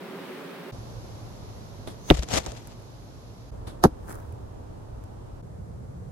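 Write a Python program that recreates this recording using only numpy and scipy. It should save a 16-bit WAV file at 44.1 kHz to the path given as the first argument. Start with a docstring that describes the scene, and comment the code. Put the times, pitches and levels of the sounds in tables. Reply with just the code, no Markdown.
"""A yard, with the microphone right beside a layered foam target block: two arrows thwack into it.
A faint far bow precedes each crack and thud; only the first shot has a hiss of vanes.
After the first hit the microphone slides and ticks on its rest; after the second the straw rustles.
The distant background, of coloured noise, changes abruptly three times; a hum and a rush open it.
Friction is grainy noise; blows are short pushes that ring the modes of the struck body."""
import sys
import numpy as np
from scipy import signal
from scipy.fft import rfft, irfft, next_fast_len
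from scipy.io import wavfile

SR = 44100
rng = np.random.default_rng(int(sys.argv[2]) if len(sys.argv) > 2 else 0)


def store_pcm(level_fs):
    """Save levels as 16-bit WAV."""
    pcm = np.round(np.clip(level_fs, -1, 1) * 32767).astype(np.int16)
    wavfile.write(sys.argv[1], SR, np.atleast_2d(pcm).T)


N = 269803
TIME = np.arange(N) / SR  # s


def from_db(db):
    """Decibels to gain."""
    return 10 ** (np.asarray(db) / 20)


def panned(pan_db):
    """Left and right gains for a level difference; positive is louder on the left."""
    return from_db(np.array([[.5], [-.5]]) * pan_db)


def at_hz(points, hz):
    """Read a table on a log-frequency axis."""
    known_hz, values = np.transpose(points)
    return np.interp(np.log(hz + 1), np.log(known_hz), values)


def drift(rate, size=N):
    """Smooth chance with about `rate` turns a second; spread near 1."""
    return np.interp(TIME[:size] * rate, np.arange(size), rng.standard_normal(size))


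def noise(spectrum, likeness, size=N):
    """Stereo noise of a given colour and left-right likeness; rms 1."""
    length = next_fast_len(size)
    hz = np.arange(length // 2 + 1) * SR / length
    mid, side = rfft(rng.standard_normal((2, length)))
    alike = np.clip(at_hz(likeness, hz), -1, 1)
    # more side than mid makes the two channels oppose each other
    pair = np.sqrt(1 + alike) * mid + np.sqrt(1 - alike) * side * [[1], [-1]]
    coloured = irfft(pair * from_db(at_hz(spectrum, hz)), length)[:, :size]
    return coloured / np.sqrt(np.mean(coloured ** 2))


# left-right likeness of rubbing close to the microphone: f/Hz, correlation
CLOSE_LIKENESS = [(100, 0.55), (600, -0.34), (2000, 0.097), (7000, -0.088)]


def friction(spectrum, grain_db, size=N):
    """Close noise that stick and slip make grainy; rms near 1."""
    grain = from_db(grain_db * drift(900, size))
    return noise(spectrum, CLOSE_LIKENESS, size) * grain / np.sqrt(np.mean(grain ** 2))


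def strokes(rows, spectrum, rise_s, fall_s, grain_db, pan_db=0):
    """Friction that swells by 60 dB to each peak in rise_s and dies by 60 dB in fall_s."""
    out, size = np.zeros((2, N)), SR
    texture = friction(spectrum, grain_db, size)
    for peak_s, db in rows:
        begin = max(int((peak_s - rise_s) * SR), 0)
        end = min(int((peak_s + fall_s) * SR), N)
        at = np.arange(begin, end)
        age = TIME[at] - peak_s
        envelope = from_db(db - 60 * np.maximum(-age / rise_s, age / fall_s))
        out[:, at] += envelope * texture[:, at % size]  # one second of texture serves all strokes
    return panned(pan_db) * out


def ring(force, hz, t60):
    """A damped resonator: a unit click sets a sine of height near 1 ringing."""
    radius = from_db(-60 / (t60 * SR))
    angle = 2 * np.pi * hz / SR
    feedback = [1, -2 * radius * np.cos(angle), radius * radius]
    return signal.lfilter([0, np.sin(angle)], feedback, force + 1e-18)


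def struck(force, modes, left_lag_ms):
    """A force rings every mode of a body; the left side lags by left_lag_ms, or leads if negative."""
    pair = np.zeros((2, N))
    for k, (hz, db, t60, pan_db) in enumerate(modes):
        sign = (-1) ** k  # neighbouring modes start in opposite directions
        pair = pair + panned(pan_db) * from_db(db) * ring(force, hz, t60) * sign
    left, right = pair
    return np.array([np.interp(TIME - left_lag_ms / 1000, TIME, left), right])


def thud(jolts, modes, left_lag_ms):
    """Each jolt is a short push, shorter for a wider contact bandwidth, on the damped modes of a body."""
    force = np.zeros(N)
    for s, db, contact_hz in jolts:
        at = slice(int(s * SR), int(s * SR) + SR // 10)
        age = np.maximum(TIME[at] - s, 0) * 2 * np.pi * contact_hz
        push = age * np.exp(-np.minimum(age, 50))
        force[at] += from_db(db) * push / push.sum()
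    return struck(force, modes, left_lag_ms)


# edges of the background stretches: t/s
CHANGES = [0, .717, 3.511, 5.42, 6.13]
# background of each stretch: level/dB at the start, level/dB at the end
STRETCH_LEVELS = [(-40, -41), (-39, -44.5), (-38, -39.5), (-39, -38.5)]
# colour of each stretch: f/Hz, relative level/dB per Hz
STRETCH_COLOURS = [
    [(55, -47), (100, -23), (180, 0.5), (230, -4), (278, 2), (318, -10), (375, 3.5), (470, -6),
     (900, -12.5), (3600, -25.5), (6500, -38), (15000, -35)],
    [(20, -36), (45, -2), (80, -7.5), (113, 2), (150, -9.5), (330, -15.5), (520, -16), (1000, -22),
     (1800, -34), (2800, -36), (4100, -33), (6300, -34.5), (8800, -48.5), (10500, -41.5), (12600, -43.5),
     (14000, -73)],
    [(20, -4), (45, -3), (113, -1.5), (150, -14.5), (300, -15.5), (600, -19), (950, -23.5), (2200, -43.5),
     (6300, -47), (12500, -53), (14500, -67)],
    [(20, -34), (70, -2.5), (129, -5), (286, -22), (460, -20), (950, -30), (2700, -51.5), (7000, -51),
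     (12500, -56.5), (14500, -76)],
]
# left-right likeness while the machine hums, in the open yard, under the tarp: f/Hz, correlation
HUM_LIKENESS = [(130, 0.93), (640, 0.59), (1400, 0.58), (3100, 0)]
OPEN_LIKENESS = [(60, 0.51), (300, 0.75), (700, -0.013), (1400, -0.058), (3000, -0.25), (14000, 0.12)]
TARP_LIKENESS = [(60, 0.82), (130, 0.82), (300, 0.11), (700, -0.48), (1400, -0.085), (3000, -0.13)]


def yard(fade_s=0.0091):
    """Steady distant rumble and leaf hiss as coloured noise; the level dips briefly at each change."""
    out = np.zeros((2, N))
    likenesses = [HUM_LIKENESS, OPEN_LIKENESS, TARP_LIKENESS, TARP_LIKENESS]
    stretches = zip(CHANGES, CHANGES[1:], STRETCH_LEVELS, STRETCH_COLOURS, likenesses)
    for start, end, levels_db, colour, likeness in stretches:
        gate = np.clip(np.minimum(TIME - start, end - TIME) / fade_s, 0, 1)
        level = from_db(np.interp(TIME, [start, end], levels_db))
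        out += gate * level * noise(colour, likeness)
    return out * panned(pan_db=-1.3)


def first_stretch():
    """Gate, open until the first change of background."""
    return np.clip((CHANGES[1] - TIME) / .01, 0, 1)


# swell of the far rush: t/s, level/dB
RUSH_SWELL = [(0, -50.5), (.28, -46.5), (.5, -48), (.71, -49.5)]
# its colour: f/Hz, relative level/dB per Hz
RUSH_COLOUR = [(300, -27), (900, -0.5), (1800, -3), (3200, -8.5), (4500, -13.5), (7000, -23.5)]


def rush():
    """A far rush of coloured noise swells and eases through the first stretch."""
    level = from_db(np.interp(TIME, *np.transpose(RUSH_SWELL)))
    return level * first_stretch() * noise(RUSH_COLOUR, HUM_LIKENESS)


# tones of the machine: f/Hz, relative level/dB
HUM_TONES = [(363, -50), (387.7, -57), (430.2, -64), (553.3, -48.5), (857, -60)]


def hum(waver=0.0037, level_db=-6.0):
    """Faint machine hum through the first stretch: sines whose pitches waver independently."""
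    tones = np.zeros(N)
    for hz, db in HUM_TONES:
        wavering_hz = hz * (1 + waver * drift(17.6))
        tones += from_db(db) * np.sin(2 * np.pi * np.cumsum(wavering_hz) / SR)
    return from_db(level_db) * np.sqrt(2) * tones * first_stretch()


# the string slaps home on the far bow: t/s, level/dB, contact bandwidth f/Hz
STRING_SLAPS = [(1.875, -33, 9000), (3.673, -58, 7000)]
# the bow's ring: f/Hz, level/dB, t60/s, left-right/dB
BOW_MODES = [(326, -12, .025, -1), (650, -3.5, .035, -16), (3620, -3, .012, 0), (7400, -14, .005, 0)]
# hiss of the bow: peak t/s, relative level/dB
BOW_HISSES = [(1.8745, -37.5), (3.673, -40)]
# its colour: f/Hz, relative level/dB per Hz
BOW_COLOUR = [(200, 12.5), (1000, 2.5), (2700, -12), (3500, -4), (4400, -8), (6000, -15.5), (11000, -11),
              (15000, -35)]


def bows(hiss_db=3.5):
    """The far bow lets go twice: the string's push rings its modes, with a short hiss."""
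    hiss = strokes(BOW_HISSES, BOW_COLOUR, rise_s=.022, fall_s=.21, grain_db=2)
    return thud(STRING_SLAPS, BOW_MODES, left_lag_ms=0.026) + from_db(hiss_db) * hiss


# vanes closing on the microphone: peak t/s, relative level/dB
VANE_PASSES = [(2.098, -40.5)]
# their colour: f/Hz, relative level/dB per Hz
VANE_COLOUR = [(2000, -23.5), (5700, -17), (6300, -2), (6900, -20), (14000, -27)]


def vanes(level_db=-1.0):
    """The first arrow's vanes whistle in: narrow noise swells up to the hit and stops short."""
    return from_db(level_db) * strokes(VANE_PASSES, VANE_COLOUR, rise_s=.22, fall_s=.01, grain_db=1)


# straw rustling by the block: peak t/s, relative level/dB
RUSTLES = [(4.101, -40)]
# thin flicks of straw after the hits: peak t/s, relative level/dB
STRAW_FLICKS = [(2.444, -45), (2.6722, -35.5), (2.7998, -50), (2.8233, -49), (4.104, -40), (4.1105, -39),
                (4.1178, -39), (4.1254, -35), (4.1434, -46), (4.1535, -41), (4.2012, -49), (4.3241, -48),
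                (5.0389, -45)]
# colours of the rustle's body, and of its bright part and the flicks: f/Hz, relative level/dB per Hz
RUSTLE_COLOUR = [(100, -1), (400, 4), (900, -0.5), (1600, -4), (2600, -31), (10000, -22)]
BRIGHT_STRAW_COLOUR = [(1500, 14.5), (4000, 2.5), (7000, 11), (11000, 13.5), (16000, -1)]


def straw(bright_db=-8.0, flick_db=-4):
    """Rubbing straw rustles once after the second hit; after both, a few stalks flick back."""
    body = strokes(RUSTLES, RUSTLE_COLOUR, rise_s=.2, fall_s=.6, grain_db=5)
    bright = strokes(RUSTLES, BRIGHT_STRAW_COLOUR, rise_s=0.19, fall_s=0.078, grain_db=7.0)
    flicks = strokes(STRAW_FLICKS, BRIGHT_STRAW_COLOUR, rise_s=.002, fall_s=.016, grain_db=2)
    return body + from_db(bright_db) * bright + from_db(flick_db) * flicks


# microphone knocking and catching on its rest: t/s, level/dB, contact bandwidth f/Hz
MIC_TICKS = [(2.1715, -26, 6000), (2.2255, -28, 16000), (2.2335, -20.5, 8000), (2.2873, -25, 16000),
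             (2.3187, -20, 6000), (2.324, -20, 6000), (2.3372, -16, 7000), (2.3432, -17, 7000),
             (2.3585, -15, 16000), (2.375, -5, 450), (2.3845, -11.5, 2500), (2.463, -21.5, 12000),
             (2.475, -23, 2200), (2.5195, -29, 10000)]
# the rest's dead ring: f/Hz, level/dB, t60/s, left-right/dB
REST_MODES = [(172, -15.5, 0.026, 1.5), (336, -11, 0.014, 0.5), (674.5, -16.5, 0.019, -13.5),
              (1336, -8, 0.0043, 10.5), (3600, -3, 0.0031, 2), (6050, -2, 0.0051, 5),
              (10900, -9, 0.0041, -3.5)]
# colour of the grit: f/Hz, relative level/dB per Hz
GRIT_COLOUR = [(200, 21), (700, 5.5), (2000, -6), (7000, 8.5), (10000, -3.5), (16000, -40)]
HARD_CONTACT_HZ = 4000  # only contacts harder than this grate


def ticks(grit_db=-10.5):
    """The microphone knocks on its rest and rings it; the harder ticks have a little grit around them."""
    gritty = [(s, db + grit_db) for s, db, contact_hz in MIC_TICKS if contact_hz > HARD_CONTACT_HZ]
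    grit = strokes(gritty, GRIT_COLOUR, rise_s=.005, fall_s=.022, grain_db=3)
    return thud(MIC_TICKS, REST_MODES, left_lag_ms=-0.06) + grit


# speed of the creeping, sliding microphone, as the relative level of its scrape: t/s, level/dB
SLIDE_SPEED = [(2.112, -62), (2.148, -40.5), (2.16, -49), (2.195, -45), (2.212, -59.5), (2.23, -41.5),
               (2.26, -65), (2.29, -47.5), (2.346, -29), (2.384, -31), (2.404, -45.5), (2.425, -53.5),
               (2.47, -50), (2.508, -49.5), (2.53, -61.5), (2.57, -51.5), (2.62, -63), (2.74, -64)]
# colour of the scrape: f/Hz, relative level/dB per Hz
SCRAPE_COLOUR = [(30, -5), (70, 1.5), (300, -5), (700, -3), (1100, -12), (1800, -12.5), (2400, -11.5),
                 (4000, -13.5), (7400, -15.5), (9500, -27), (13000, -31), (16000, -54)]
SLIPS_PER_S, SLIP_DB = 300, 7  # tiny slips: mean rate, greatest strength above the speed level (dB)


def sliding(scrape_db=6.5, judder_db=2.2):
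    """The microphone creeps and slides: a juddering scrape, and tiny random slips that ring the rest."""
    speed_db = np.interp(TIME, *np.transpose(SLIDE_SPEED), left=-200, right=-200)
    scrape_level = from_db(scrape_db + speed_db + judder_db * drift(170))
    scrape = scrape_level * friction(SCRAPE_COLOUR, grain_db=2.0) * panned(pan_db=6.0)
    slip_happens = rng.random(N) < SLIPS_PER_S / SR
    slips = slip_happens * rng.uniform(-1, 1, N) * from_db(speed_db + SLIP_DB)
    return scrape + struck(slips, REST_MODES, left_lag_ms=-0.096)


# bumps of the sliding microphone: peak t/s, level/dB
MIC_BUMPS = [(2.376, -26), (2.468, -30.5), (2.525, -41)]
# their colour: f/Hz, relative level/dB per Hz
BUMP_COLOUR = [(40, -8), (150, -24), (400, -7.5), (700, -9), (1400, -28), (5000, -49)]


def bumps():
    """The microphone bumps as it comes to a stop: dull, grainy strokes of noise."""
    return strokes(MIC_BUMPS, BUMP_COLOUR, rise_s=.025, fall_s=.1, grain_db=3.5)


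# the block rocking back on its stand: t/s, level/dB, contact bandwidth f/Hz
ROCKS = [(2.133, 2, 70), (2.184, 7.5, 65), (2.475, -1, 52)]
# the block's ring at the first point of impact: f/Hz, level/dB, t60/s, left-right/dB
FIRST_MODES = [(61, -18, 0.128, 3), (149, -22, .075, 4.5), (294, -7.5, 0.061, 0.5), (418, -14.5, .035, 6.5),
               (508.7, -17, 0.033, -1.2), (680, -6, 0.021, 8.5), (966, -6, 0.0059, -3),
               (2297, 1, 0.0021, -11)]


def rocking():
    """After the first hit, soft rocking stirs only the block's two lowest modes."""
    return thud(ROCKS, FIRST_MODES[:2], left_lag_ms=0.28)


# first point snapping through the face: t/s, level/dB, contact bandwidth f/Hz
FIRST_SNAPS = [(2.1021, 1.5, 12000), (2.1086, -12, 12000)]
# brief ring of the target's face: f/Hz, level/dB, t60/s, left-right/dB
FIRST_FACE = [(1845, -17.5, 0.0013, -6), (2900, -4.5, 0.005, -4), (3700, -3.5, 0.0048, -6),
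              (5200, -27.5, 0.003, -6), (10700, -22.5, 0.0026, 9.5)]
# jolts of the block as the arrow enters and is stopped: t/s, level/dB, contact bandwidth f/Hz
FIRST_JOLTS = [(2.1026, 9.6, 259), (2.1072, 9.7, 312), (2.1097, 3.5, 1283), (2.1149, 6.2, 283)]
# noisy cracks, and the foam crushing: peak t/s, relative level/dB
FIRST_CRACKS = [(2.1028, -14.5), (2.1090, -19)]
FIRST_CRUSH = [(2.109, -22)]
# colours of the crack and the crush: f/Hz, relative level/dB per Hz
FIRST_CRACK_COLOUR = [(400, -12.5), (1300, 14), (2100, 10.5), (3400, 10), (4800, -2.5), (7000, -1),
                      (10000, -16.5), (16000, -10.5)]
FIRST_CRUSH_COLOUR = [(60, -15), (450, 5.5), (1100, -1.5), (1600, -9.5), (2800, -12), (11000, -30)]


def first_hit(crack_db=0.0, crush_db=2.0):
    """The point cracks through and rings the face; crushing foam stops the shaft and the block thuds."""
    snaps = thud(FIRST_SNAPS, FIRST_FACE, left_lag_ms=0)
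    block = thud(FIRST_JOLTS, FIRST_MODES, left_lag_ms=0.15)
    cracks = strokes(FIRST_CRACKS, FIRST_CRACK_COLOUR, rise_s=.006, fall_s=.012, grain_db=1.5, pan_db=-3)
    crush = strokes(FIRST_CRUSH, FIRST_CRUSH_COLOUR, rise_s=0.055, fall_s=0.07, grain_db=3.5)
    return snaps + block + from_db(crack_db) * cracks + from_db(crush_db) * crush


# second point snapping through the face: t/s, level/dB, contact bandwidth f/Hz
SECOND_SNAPS = [(3.8391, 1, 9000)]
# brief ring of the face: f/Hz, level/dB, t60/s, left-right/dB
SECOND_FACE = [(1040, -9.5, .005, -7), (4100, -12.5, 0.003, -3), (7600, -12, .002, -5)]
# jolts of the block: t/s, level/dB, contact bandwidth f/Hz
SECOND_JOLTS = [(3.8389, -1.8, 2000), (3.8442, 3.3, 449), (3.8494, 8.2, 423), (3.8541, .9, 526),
                (3.8583, 4, 187)]
# the block's ring at the second point of impact: f/Hz, level/dB, t60/s, left-right/dB
SECOND_MODES = [(59, -16.5, 0.21, 3), (151.3, -14, 0.1, .8), (230, -15, 0.047, 0), (301.4, -8, .1, 0),
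                (407, -5.5, 0.0184, 3), (518, -16.5, .071, 7), (754, -2.1, 0.021, -7),
                (1250, 7.5, .004, -3.5), (1385, -4.5, 0.022, -6), (1600, -19, .051, -12),
                (1820, -19, .025, -16)]
# the crack, the shaft rubbing in, the foam crushing: peak t/s, relative level/dB
SECOND_CRACKS = [(3.8392, -15)]
SHAFT_RUBS = [(3.8415, -24)]
SECOND_CRUSH = [(3.845, -21)]
# colours of the crack and shaft, and of the deep crush: f/Hz, relative level/dB per Hz
SECOND_CRACK_COLOUR = [(400, 8.5), (1500, 2), (2600, -11.5), (4000, -2), (6500, -5), (8200, -15.5),
                       (11000, -3.5), (16000, -21)]
DEEP_CRUSH_COLOUR = [(150, -32), (700, 17), (1650, -6), (2200, -29), (8000, -42)]


def second_hit(crack_db=2.0):
    """The point cracks through, the shaft rubs in, the foam crushes deeply and the block thuds."""
    snaps = thud(SECOND_SNAPS, SECOND_FACE, left_lag_ms=0.16)
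    block = thud(SECOND_JOLTS, SECOND_MODES, left_lag_ms=0.19)
    crack = strokes(SECOND_CRACKS, SECOND_CRACK_COLOUR, rise_s=.008, fall_s=.006, grain_db=1.5)
    shaft = strokes(SHAFT_RUBS, SECOND_CRACK_COLOUR, rise_s=.034, fall_s=.075, grain_db=2.5)
    crush = strokes(SECOND_CRUSH, DEEP_CRUSH_COLOUR, rise_s=.045, fall_s=.085, grain_db=2.5)
    return snaps + block + from_db(crack_db) * (crack + shaft) + crush


def scene():
    """Both shots and what they shake, over the sound of the yard."""
    background = yard() + rush() + hum()
    flights = bows() + vanes()
    aftermath = straw() + ticks() + sliding() + bumps() + rocking()
    return background + flights + aftermath + first_hit() + second_hit()


def record(dry, low_cut_hz=26, ceiling=.96, top_cut_hz=16900):
    """The deepest bass is cut away, peaks round off just under full scale, the top is cut."""
    heard = signal.sosfilt(signal.butter(2, low_cut_hz, "high", fs=SR, output="sos"), dry)
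    rounded = heard / (1 + np.abs(heard / ceiling) ** 8) ** (1 / 8)
    # 70 dB down from top_cut_hz upward
    return signal.sosfilt(signal.cheby2(14, 70, top_cut_hz, fs=SR, output="sos"), rounded)


dry = scene()
out = record(dry)
store_pcm(out)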